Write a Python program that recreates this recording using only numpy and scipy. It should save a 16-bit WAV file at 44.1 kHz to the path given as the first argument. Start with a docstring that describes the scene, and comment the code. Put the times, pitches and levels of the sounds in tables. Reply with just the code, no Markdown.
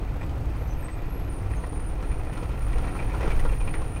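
"""Inside a heavy vehicle rolling slowly along a rough road. The engine throbs at orders of its crank speed
under the boom of the cabin and the broadband roar of the tyres. Friction excites a thin squeal, like a
dragging brake, which chirps from mode to mode and then settles on one high whine. Loose fittings ring
under small impacts all the time and clatter harder over a broken stretch; trim rustles and ticks."""
import sys
import numpy as np
from scipy import signal
from scipy.fft import rfft, irfft
from scipy.io import wavfile
from scipy.ndimage import uniform_filter1d

SR = 44100
rng = np.random.default_rng(int(sys.argv[2]) if len(sys.argv) > 2 else 0)


def unload_audio(sound):
    """Save the sound as a 16-bit wav file, at the path given as the first command line argument."""
    columns = np.transpose(np.atleast_2d(sound))
    # keep every value between -1 and 1, then stretch to whole-number steps
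    steps = np.round(np.clip(columns, -1, 1) * 32767)
    wavfile.write(sys.argv[1], SR, steps.astype(np.int16))


N = 176400
T = np.arange(N) / SR
FREQS = np.fft.rfftfreq(N, 1 / SR)

# engine orders: multiple of the crank speed, level/dB
ENGINE_ORDERS = [(2, -43), (3, -37.5), (4, -38.5), (5, -45), (6.5, -42.5), (18.2, -52), (20.7, -53.5)]
# envelopes of the cabin's boom, the body's shake and the tyres' roar: t/s, level/dB
BOOM_LEVEL = [(0, -33.5), (.62, -30), (1.15, -39), (1.44, -31.5), (1.75, -35.5), (2.2, -34.5), (2.7, -33),
              (3.3, -32), (4, -33.5)]
SHAKE_LEVEL = [(0, -38), (.9, -28.5), (1.2, -30.5), (1.75, -35.5), (2.05, -29.5), (2.3, -32.5), (2.75, -24),
               (3.05, -28.5), (3.3, -22.5), (3.52, -20), (3.62, -25.5), (4, -32)]
ROAD_LEVEL = [(0, -41), (.25, -40), (1.1, -41), (1.65, -40), (1.8, -41.5), (2.1, -40), (2.65, -38.5),
              (2.98, -36.5), (3.08, -39), (3.28, -31.5), (3.37, -36), (3.47, -39), (3.58, -40),
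              (3.8, -37.5), (4, -40)]
# spectral densities of boom, shake, roar, rustle and ticks: f/Hz, relative level/dB
BOOM_SPECTRUM = [(15, -28), (30, -19.5), (45, 1.5), (62, -3), (80, -6.5), (102, -3.5), (130, -8.5),
                 (165, -13.5), (200, -27), (270, -38), (600, -60.5)]
SHAKE_SPECTRUM = [(6, -22), (12, 0), (17, 7), (25, -1), (38, -1), (60, -8), (90, -49), (200, -65)]
ROAD_SPECTRUM = [(60, -17), (150, 4), (215, -1.5), (280, 1), (325, 2), (375, -2), (430, -0.5), (530, -2.5),
                 (600, -6), (760, -3), (1000, -9), (1350, -11), (1550, -15.5), (2500, -19), (3400, -26.5),
                 (5000, -32), (6800, -37.5), (8100, -37.5), (10500, -51), (15500, -53)]
RUSTLE_SPECTRUM = [(1500, -28), (3000, -14), (4600, 0), (8200, 3), (10500, -1), (15500, -10)]
TICK_SPECTRUM = [(300, -6), (1200, 0.5), (2600, 6), (3600, -1), (6500, -1.5), (10500, -2), (15500, -3)]
# modes of the loose fittings: f/Hz, bandwidth/Hz, relative level/dB
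FITTING_MODES = [(1004, 90, 7.5), (1363, 52, 9), (1932, 206, 3), (2280, 30, 6), (2444, 75, 6),
                 (2745, 78, -1.5), (3070, 83, -6), (4370, 240, -14.5)]
# envelope of their chatter: t/s, level/dB
CHATTER_LEVEL = [(0, -56.5), (.45, -57.5), (.9, -52.5), (1.3, -54.5), (1.8, -59), (2.3, -51), (2.9, -50.5),
                 (3.28, -48.5), (3.55, -52.5), (4, -53)]
# briefly excited brake modes: onset t/s, duration/s, f/Hz, level/dB
BRAKE_CHIRPS = [(-.1, 0.63, 11750, -74), (.2, .06, 7820, -66), (0.543, .05, 9620, -64),
                (.56, 0.14, 11730, -63), (.56, 0.23, 13080, -65), (.665, 0.098, 6060, -57),
                (0.747, .115, 11710, -58), (.775, .055, 9540, -60.5), (0.81, 0.087, 8280, -54),
                (0.874, 0.11, 8220, -58), (.93, 0.11, 13000, -64), (.92, 0.41, 11730, -68),
                (1.06, 0.2, 11430, -57), (1.17, .15, 11440, -61.5), (1.33, .12, 11720, -72),
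                (1.545, 0.079, 6430, -60)]
# envelope of the sustained brake mode: t/s, level/dB
WHINE_LEVEL = [(1.27, -78), (1.305, -55), (1.355, -52), (1.39, -59), (1.48, -72), (1.53, -53.5),
               (1.68, -56), (1.73, -52), (1.89, -51.5), (2.01, -70), (2.11, -52), (2.23, -63.5),
               (2.38, -53.5), (2.56, -70), (2.595, -54), (2.82, -57.5), (2.93, -53), (3.13, -58.5),
               (3.65, -51), (4, -54)]
# its pitch: t/s, f/Hz
WHINE_PITCH = [(1.3, 9275), (1.8, 9250), (2.4, 9255), (2.9, 9230), (4, 9232)]
# jolts of the fittings: t/s, ring level/dB, favoured f/Hz, knock level/dB, scrape level/dB
JOLTS = [(0.207, -42.5, 2160, -49, -70), (.229, -54, 2200, -40, -64), (0.291, -61, 3900, -52, -51),
         (0.825, -46.5, 1850, -60, -68), (0.881, -42, 2050, -41, -57), (1.505, -48, 2160, -48, -69),
         (1.533, -44, 1860, -57, -71), (1.636, -43, 1790, -37.5, -74), (2.024, -42, 1400, -41.5, -51),
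         (2.112, -44.5, 2400, -52, -70), (2.325, -43.5, 2000, -43, -56), (2.37, -37, 1090, -41, -48.5),
         (2.424, -50, 2900, -37, -53), (2.515, -51, 2900, -44, -52), (2.728, -42.5, 2220, -53, -53),
         (2.781, -37.5, 1080, -45, -49), (2.833, -45, 2400, -44, -56), (2.87, -41, 1920, -34, -60),
         (2.948, -37.5, 1300, -38, -61), (2.988, -36, 2290, -45, -74), (3.022, -43.5, 2000, -36.5, -59),
         (3.097, -45, 2300, -44, -53), (3.136, -35.5, 1170, -43, -55), (3.206, -39.5, 1900, -34, -52),
         (3.228, -46, 2400, -45, -55), (3.274, -41, 1200, -32.5, -61), (3.302, -36, 2300, -43, -48),
         (3.391, -38, 1900, -42, -46.5), (3.449, -36, 1320, -29.5, -56), (3.487, -42, 2450, -43, -52),
         (3.522, -43.5, 1890, -39.5, -53), (3.604, -41.5, 2670, -42, -51), (3.673, -37.5, 2380, -33.5, -55),
         (3.737, -35.5, 1930, -36, -52), (3.815, -48, 1050, -36, -57), (3.959, -45, 2900, -43, -54)]
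# spectral densities of the dull knock and the bright scrape: f/Hz, relative level/dB
KNOCK_SPECTRUM = [(80, -18), (220, 3), (330, -5), (530, 4.5), (680, -16), (980, -0.5), (1350, -12),
                  (1700, -21), (4000, -26), (15000, -56)]
SCRAPE_SPECTRUM = [(800, -18), (3000, 14), (4500, 2), (6800, 1.5), (8300, -2), (11000, -9), (15500, -15)]


def amp(db):
    """Amplitude ratio of a level in decibels."""
    return 10 ** (np.asarray(db) / 20)


def unit(x):
    """Normalisation to an rms of 1."""
    return x / np.sqrt(np.mean(abs(x) ** 2) + 1e-20)


def curve(points):
    """Linear interpolation of a time table at every sample."""
    return np.interp(T, *np.transpose(points))


def noise(spectrum):
    """Stationary noise of rms 1, its spectrum interpolated over log frequency."""
    hz, db = np.transpose(spectrum)
    gain = amp(np.interp(np.log(FREQS + 1), np.log(hz + 1), db))
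    return unit(irfft(rfft(rng.standard_normal(N)) * gain, N))


def drift(rate_hz):
    """Random modulation of rms 1, low-passed near the given rate."""
    lowpass = np.exp(-.5 * (FREQS / rate_hz) ** 2)
    return unit(irfft(rfft(rng.standard_normal(N)) * lowpass, N))


def engine(crank_hz=15.4, wander=0.00714):
    """Forced vibration at multiples of the crank speed, each order wavering in strength."""
    turns = np.cumsum(crank_hz * (1 + wander * drift(rate_hz=1.183))) / SR
    out = np.zeros(N)
    for order, db in ENGINE_ORDERS:
        strength = amp(db + 2.16 * drift(rate_hz=4.1))
        out += strength * unit(np.sin(2 * np.pi * (order * turns + rng.random())))
    return out


def cabin_boom():
    """Low-frequency resonance: the cabin booms and the body shakes on its springs over bumps."""
    boom = amp(curve(BOOM_LEVEL)) * noise(BOOM_SPECTRUM)
    shake = amp(curve(SHAKE_LEVEL)) * noise(SHAKE_SPECTRUM)
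    return boom + shake


def tyre_roar(patch_db=1, flicker_db=1.32):
    """Structure-borne rolling noise follows the road's roughness; grit modulates its amplitude."""
    frames = dict(fs=SR, nperseg=512, noverlap=384)
    _, _, bands = signal.stft(noise(ROAD_SPECTRUM), **frames)
    # the level varies in small patches of time and frequency
    patches = uniform_filter1d(rng.standard_normal(bands.shape), size=10, axis=1)
    patches = unit(uniform_filter1d(patches, size=7, axis=0))
    _, roar = signal.istft(bands * amp(patch_db * patches), **frames)
    return amp(curve(ROAD_LEVEL)) * unit(roar[:N] * amp(flicker_db * drift(rate_hz=77)))


def trim_rustle(level_db=-68.5, flicker_db=2, road_share=0.5):
    """Friction noise: trim rubs faintly as the body vibrates with the road."""
    rubbing = noise(RUSTLE_SPECTRUM)
    envelope = amp(road_share * curve(ROAD_LEVEL) + flicker_db * drift(rate_hz=100))
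    return amp(level_db) * unit(rubbing * envelope)


def fitting_resonance(force, centre_hz=None, half_width_octaves=0.35):
    """Modal superposition: the metalwork rings as damped resonators, favouring any near centre_hz."""
    out = np.zeros(len(force))
    for k, (hz, bandwidth_hz, db) in enumerate(FITTING_MODES):
        radius = np.exp(-np.pi * bandwidth_hz / SR)
        pole = radius * np.exp(2j * np.pi * hz / SR)
        share = 1 / (1 + (np.log2(hz / centre_hz) / half_width_octaves) ** 2) if centre_hz else 1
        mode = signal.lfilter([1 - radius], [1, -pole], force + 1e-18).imag
        out += (-1) ** k * share * amp(db) * mode
    return out


def chatter(taps_per_s=300, spread_db=3.2):
    """Impulse excitation: random small taps keep the fittings ringing, more loudly on rough ground."""
    taps = (rng.random(N) < taps_per_s / SR) * rng.choice([-1, 1], N)
    strength = amp(spread_db * np.minimum(rng.exponential(1, N), 3))
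    return amp(curve(CHATTER_LEVEL)) * unit(fitting_resonance(taps * strength))


def grit_ticks(level_db=-64.5, ticks_per_s=82, spread_db=4, decay_s=0.0018, road_share=0.92):
    """Shot noise: tiny contacts of grit and trim give decaying bursts, stronger on rough ground."""
    hits = rng.random(N) < ticks_per_s / SR
    strength = amp(spread_db * np.minimum(rng.exponential(1, N), 2.5))
    envelope = signal.lfilter([1], [1, -np.exp(-1 / (decay_s * SR))], hits * strength + 1e-12)
    return amp(level_db) * unit(envelope * noise(TICK_SPECTRUM) * amp(road_share * curve(ROAD_LEVEL)))


def squeal(hz, wander_hz=16.4, roughness=0.89, rough_hz=188, flutter_db=2):
    """Friction-driven oscillation of one brake mode; uneven grip adds noisy sidebands."""
    turns = np.cumsum(hz + wander_hz * drift(rate_hz=28)) / SR
    grip = 1 + roughness * unit(drift(rough_hz) + 1j * drift(rough_hz))
    tone = (grip * np.exp(2j * np.pi * turns)).real
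    return unit(tone * amp(flutter_db * drift(rate_hz=54)))


def brake(chirp_flutter_db=2):
    """Mode hopping: the brake chirps raggedly at several natural frequencies, then holds one."""
    whine_started = T > WHINE_LEVEL[0][0]
    out = amp(curve(WHINE_LEVEL)) * whine_started * squeal(curve(WHINE_PITCH))
    flutter = unit(amp(chirp_flutter_db * drift(rate_hz=50)))
    for start, duration, hz, db in BRAKE_CHIRPS:
        arch = np.sin(np.pi * np.clip((T - start) / duration, 0, 1)) ** 1.26
        out += amp(db) * arch * flutter * squeal(hz)
    return out


def rattles(rise_s=0.0023, decay_start_s=0.0038, decay_s=0.014):
    """Transient response: each jolt sets off a flurry of contacts that ring, knock and scrape."""
    contacts = rng.standard_normal(N) * amp(3.3 * drift(rate_hz=520))
    knock = noise(KNOCK_SPECTRUM)
    scrape = unit(noise(SCRAPE_SPECTRUM) * amp(3 * drift(rate_hz=160)))
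    age = T[:SR // 10]
    envelope = np.minimum(age / rise_s, 1) * np.exp(-np.maximum(age - decay_start_s, 0) / decay_s)
    out = np.zeros(N)
    for start, ring_db, centre_hz, knock_db, scrape_db in JOLTS:
        onset = round(start * SR)
        burst = envelope[:N - onset]
        span = slice(onset, onset + len(burst))
        ring = unit(fitting_resonance(contacts[span] * burst, centre_hz))
        out[span] += amp(ring_db) * ring * np.sqrt(np.mean(burst ** 2))
        out[span] += burst * (amp(knock_db) * knock[span] + amp(scrape_db) * scrape[span])
    return out


def scene():
    """Linear superposition of all sources in the cabin, in one channel."""
    rolling = engine() + cabin_boom() + tyre_roar() + trim_rustle() + chatter() + grit_ticks()
    return (rolling + brake() + rattles())[None]


def record(dry, notch_hz=7420, notch_width_hz=235, notch_db=-9, cutoff_hz=15850):
    """Frequency response of the microphone: a narrow treble dip, then a band limit."""
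    notch = amp(notch_db * np.exp(-((FREQS - notch_hz) / notch_width_hz) ** 2))
    coloured = irfft(rfft(dry) * notch, N)
    lowpass = signal.firwin(511, cutoff_hz, window=("kaiser", 9), fs=SR)
    return signal.oaconvolve(coloured, lowpass[None], "same")


dry = scene()
out = record(dry)
unload_audio(out)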